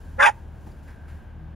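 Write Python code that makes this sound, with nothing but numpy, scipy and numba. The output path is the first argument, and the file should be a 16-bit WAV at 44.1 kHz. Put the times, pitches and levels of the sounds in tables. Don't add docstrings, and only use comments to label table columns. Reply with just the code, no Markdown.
import sys
import numpy as np
from scipy import signal
from scipy.fft import rfft, irfft
from scipy.io import wavfile
from scipy.ndimage import uniform_filter1d, minimum_filter1d, map_coordinates
from numba import njit

SR = 44100
rng = np.random.default_rng(int(sys.argv[2]) if len(sys.argv) > 2 else 0)


def log_audio(samples):
    frames = np.atleast_2d(samples).T
    limited = np.clip(frames, -1, 1)
    pcm = np.round(limited * 32767).astype(np.int16)
    wavfile.write(sys.argv[1], SR, pcm)


N = 68355
T = np.arange(N) / SR
F = np.fft.rfftfreq(N, 1 / SR)
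ROUGH_HZ = 403


def undb(db):
    return 10 ** (np.asarray(db) / 20)


def unit(x, where=None):
    return x / np.sqrt(np.average(x ** 2, weights=None if where is None else where ** 2 + 1e-12))


def curve(rows, col=1):
    rows = np.array(rows)
    return np.interp(T, rows[:, 0], rows[:, col])


def over_hz(rows):
    rows = np.array(rows)
    return np.interp(np.log(F + 1), np.log(rows[:, 0]), rows[:, 1])


def burst(rows, col=1):
    return undb(curve(rows, col)) * (T > rows[0][0]) * (T < rows[-1][0])


def noise():
    return rng.standard_normal(N)


def shape(x, gain):
    return irfft(rfft(x) * gain, N)


def resonate(x, hz, width_hz):
    b, a = signal.iirpeak(hz, hz / (1.57 * width_hz), fs=SR)
    return signal.lfilter(b, a, signal.lfilter(b, a, x))


def noise_band(hz, width_hz):
    return unit(resonate(noise(), hz, width_hz))


def wander(hz):
    return unit(shape(noise(), np.exp(-(F / hz) ** 2)))


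def spread(make):
    # f/Hz, side minus middle/dB
    width = [(60, -8), (200, -13.5), (700, -4.5), (1300, -7), (3500, -41), (8000, 5), (15000, -14.5)]
    return make() + shape(make(), undb(over_hz(width))) * np.array([[1], [-1]])


def idling_hum(waver_db=-0.5, drift=0.0087):
    # f/Hz, relative level/dB
    tones = [(38.2, -6.5), (76.4, 0), (114.6, -12), (158, -17)]
    # t/s, level/dB
    levels = [(0.0, -46), (0.08, -40.5), (0.188, -37), (0.232, -48), (0.708, -41.5), (0.754, -60),
              (0.91, -39), (0.958, -49), (1.138, -37), (1.246, -55.5), (1.33, -41.5)]
    hum = 0
    for hz, db in tones:
        gain = undb(db + waver_db * wander(4.4)) * np.sqrt(2)
        cycles = rng.random() + np.cumsum(hz * (1 + drift * wander(1.8))) / SR
        hum += gain * np.sin(2 * np.pi * cycles)
    return hum * undb(curve(levels))


def still_air(level_db=-45):
    # f/Hz, relative level/dB
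    colour = [(20, -15.5), (35, -1), (60, -1), (110, -2.5), (170, -7.5), (250, -12), (450, -20),
              (900, -21.5), (1300, -29.5), (1600, -27.5), (2000, -34), (3000, -37.5), (4500, -49.5),
              (9000, -59)]
    return undb(level_db) * spread(lambda: unit(shape(noise(), undb(over_hz(colour)))))


def faint_ring():
    # t/s, level/dB
    levels = [(0, -62.5), (.82, -69), (.89, -60), (1.22, -60.5), (1.4, -68)]
    return undb(curve(levels)) * noise_band(1585, width_hz=110)


def snow_grains(graininess=0.26):
    # f/Hz, relative level/dB
    colour = [(800, 6), (2000, -8), (4000, -2), (7000, -3), (10000, -4), (15000, -11.5)]
    return unit(shape(noise() * np.exp(graininess * wander(1900)), undb(over_hz(colour))))


def rustle():
    # t/s, level/dB
    levels = [(0, -65), (.36, -67), (.5, -73), (.66, -66), (.78, -69.5), (1.0, -74.5), (1.15, -68.5),
              (1.33, -81), (1.55, -81.5)]
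    return undb(curve(levels)) * spread(snow_grains)


def press(start, decay_s, attack_s=.009):
    rise = np.clip((T - start) / attack_s + 1, 0, 1) ** 2
    return rise * np.exp(-np.maximum(T - start, 0) / decay_s)


def hooves():
    # t/s, decay/s, crunch/dB, squeak/dB, thud/dB
    steps = [(0.111, 0.035, -69, -64, -70), (0.669, 0.042, -62, -60, -43), (0.832, 0.076, -65, -89, -75),
             (0.88, 0.053, -67, -54.5, -66), (1.083, 0.069, -64, -55.5, -53)]
    # t/s, f/Hz, level/dB
    chirps = [(.72, 4700, -68), (.9, 5100, -67)]
    crunch = spread(snow_grains)
    squeak = spread(lambda: noise_band(1680, width_hz=750))
    thud = spread(lambda: noise_band(167, width_hz=67))
    out = 0
    for start, decay_s, crunch_db, squeak_db, thud_db in steps:
        step = undb(crunch_db) * crunch + undb(squeak_db) * squeak + undb(thud_db) * thud
        out += press(start, decay_s) * step
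    for start, hz, db in chirps:
        out += undb(db) * press(start, decay_s=.007) * noise_band(hz, width_hz=300)
    knock = spread(lambda: noise_band(765, width_hz=71))
    return out + undb(-44) * press(.674, decay_s=.012) * knock


def rattle(rate_hz=338.8, jitter=.3, air_share=0.88):
    cycles = np.cumsum(rate_hz * np.exp(jitter * wander(rate_hz))) / SR
    slaps = np.diff(np.floor(cycles), prepend=0) * undb(1.2 * wander(rate_hz))
    puffs = unit(noise() * (0.52 + np.exp(-(cycles % 1) / 0.56)))
    return np.sqrt(1 - air_share) * unit(slaps) + np.sqrt(air_share) * puffs, puffs


def rasp_and_hiss(pulses, puffs, mouth_hz=2100, hiss_rise_db_per_s=25.5):
    # t/s, relative level/dB
    force = [(.178, -61.5), (.186, -37), (.194, -24), (.204, -16), (.238, -15), (.258, -12), (.282, -21),
             (.297, -29.5), (.304, -38), (.332, -61)]
    # t/s, treble gain/dB
    opening = [(.18, -14.5), (.218, -3), (.24, 4), (.285, 2.5), (.31, 4.5)]
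    # f/Hz, relative level/dB
    rasp_colour = [(150, -49), (400, -46), (520, -11), (850, 4), (1300, -6.5), (1700, 1.5), (2200, -6),
                   (2900, -14.5), (3750, -21), (4100, -38), (6000, -62)]
    hiss_colour = [(3000, -36), (4200, -7), (4750, -0.5), (5800, 0.5), (7300, 0.5), (9450, 2.5),
                   (10600, -13.5), (13000, -22.5), (15200, -21)]
    effort, mouth = burst(force), undb(curve(opening))
    rasp = unit(shape(pulses, undb(over_hz(rasp_colour))), effort)
    dull = shape(rasp, 1 / (1 + (F / mouth_hz) ** 10))
    rasp = dull + mouth * (rasp - dull)
    hiss = mouth * unit(shape(puffs, undb(over_hz(hiss_colour))), effort)
    hiss_db = -21.5 + hiss_rise_db_per_s * (T - .25)
    return effort * (undb(-2) * rasp + undb(hiss_db) * hiss)


def gate(start, end, swell_s=0.013, fade_s=0.017):
    return np.clip((T - start) / swell_s + .5, 0, 1) * np.clip((end - T) / fade_s + .5, 0, 1)


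def shaky_phase(rows, jitter=0.028):
    return 2 * np.pi * np.cumsum(curve(rows) * (1 + jitter * wander(ROUGH_HZ))) / SR


def rough_tone(phase, shimmer_db=2):
    return np.sqrt(2) * np.sin(phase) * undb(shimmer_db * wander(ROUGH_HZ))


def squeals():
    # t/s, f/Hz, level/dB
    low = [(.176, 530, -66), (.186, 532, -31), (.212, 554, -26.5), (.235, 579, -21.5), (.255, 600, -25),
           (.272, 588, -39)]
    middle = [(.228, 850, -44.5), (.246, 838.3, -22), (.272, 823.8, -29.5), (.292, 833, -18.5),
              (.303, 848, -35.5), (.32, 855, -57.5)]
    high = [(.254, 937.6, -36), (.266, 915.8, -13), (.280, 936.4, -15.5), (.298, 918, -34.5),
            (.32, 917, -53.5)]
    low_phase, high_phase = shaky_phase(low), shaky_phase(high)
    out = burst(low, 2) * rough_tone(low_phase)
    out += undb(-15.5) * gate(.226, .263) * rough_tone(2 * low_phase)
    out += burst(middle, 2) * rough_tone(shaky_phase(middle))
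    return out + burst(high, 2) * (rough_tone(high_phase) + undb(-12) * rough_tone(2 * high_phase))


def throat(pulses, wobble_s=.00007, wobble_hz=45):
    # start/s, end/s, f/Hz, width/Hz, level/dB
    resonances = [(.197, .262, 1410, 110, -24.5), (0.211, .264, 1613, 120, -16),
                  (0.2008, .217, 2040, 150, -22.5), (0.25, .27, 1930, 300, -18),
                  (.224, 0.279, 2380, 320, -24), (.222, .27, 3420, 150, -32.5),
                  (0.25, .278, 3000, 200, -34), (0.22, .295, 1463, 260, -27.5), (0.2, .296, 1100, 230, -30),
                  (.287, .307, 700, 170, -33)]
    out = 0
    for start, end, hz, width_hz, db in resonances:
        loudness = gate(start, end)
        bent_time = T + wobble_s * wander(wobble_hz)
        ringing = map_coordinates(resonate(pulses, hz, width_hz), [bent_time * SR], mode="mirror")
        out += undb(db) * loudness * unit(ringing, loudness)
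    return out


def side_cavity(x, hz=4193, width_hz=270, dip_db=-7.5):
    return shape(x, undb(dip_db * np.exp(-((F - hz) / width_hz) ** 2)))


def bark(gain_db=1):
    pulses, puffs = rattle()
    voice = rasp_and_hiss(pulses, puffs) + throat(pulses) + squeals()
    return undb(gain_db) * side_cavity(voice)


def direct_sound(x):
    # f/Hz, left minus right/dB
    balance = [(300, 1.5), (560, -6), (830, -6.5), (920, -7), (1030, -8.5), (1200, 6.5), (1400, 5.5),
               (1650, 1.5), (2200, -0.5)]
    # f/Hz, phase/rad
    lead = [(430, -2), (600, -2), (790, -3), (850, -0.6), (910, 2), (1200, 1.4), (1400, 0.75),
            (1800, -0.03), (3000, 1), (6800, -0.17), (7800, 2.5), (8800, 2.5), (9800, 0), (15000, 1)]
    ratio, turn = undb(over_hz(balance)), np.exp(.5j * over_hz(lead))
    right = np.sqrt(2 / (1 + ratio ** 2))
    return np.array([shape(x, right * ratio * turn), shape(x, right / turn)])


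def tree_scatter(x, level_db=-35.5, fall_60_db_s=0.33, dull_above_hz=5000):
    tail = spread(noise) * undb(-60 * T / fall_60_db_s)
    tail /= np.sqrt(np.sum(tail[0] ** 2))
    tail = shape(tail, 1 / (1 + 1j * F / dull_above_hz))
    return undb(level_db) * signal.fftconvolve(tail, x[None], axes=1)[:, :N]


def echoes(x, far_delay_s=.102, far_db=-38.5):
    # delay/s, level/dB, dull above/Hz
    bounces = [(.0023, -18.5, 9000), (.0071, -24, 6040)]
    near = sum(undb(db) * shape(x, np.exp(-2j * np.pi * F * delay) / (1 + (F / hz) ** 2))
               for delay, db, hz in bounces)
    far = shape(resonate(x, 930, width_hz=140), np.exp(-2j * np.pi * F * far_delay_s))
    return near + undb(far_db) * far


def drone(hz=159.8, octave_db=-11.5):
    # t/s, level/dB
    levels = [(1.3, -73), (1.41, -47), (1.55, -51.5)]
    phase = 2 * np.pi * hz * T
    return burst(levels) * np.sqrt(2) * (np.sin(phase) + undb(octave_db) * np.sin(2 * phase))


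def scene():
    call = bark()
    foreground = direct_sound(call) + echoes(call) + tree_scatter(call) + hooves()
    lean_left = undb([[0.68], [-0.68]])
    return foreground + (idling_hum() + still_air() + drone()) * lean_left + faint_ring() + rustle()


@njit
def follow(x, attack_s, release_s):
    out, level = np.empty(len(x)), 0.
    for i in range(len(x)):
        level += (x[i] - level) / (SR * (attack_s if x[i] > level else release_s))
        out[i] = level
    return out


def record(dry, limit_db=-4.5, top_hz=15700, edge_s=.005):
    level = follow(np.abs(dry).max(axis=0), attack_s=.00015, release_s=.008)
    gain = np.minimum(1, undb(limit_db) / (level + 1e-9))
    gain = uniform_filter1d(minimum_filter1d(gain, size=90), size=90)
    notch = signal.butter(4, (7850, 8750), "bandstop", fs=SR, output="sos")
    lowpass = signal.ellip(10, .2, 80, top_hz, fs=SR, output="sos")
    edge_fades = np.minimum(1, np.minimum(T, T[-1] - T) / edge_s)
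    return signal.sosfilt(lowpass, signal.sosfilt(notch, dry * gain)) * edge_fades


dry = scene()
out = record(dry)
log_audio(out)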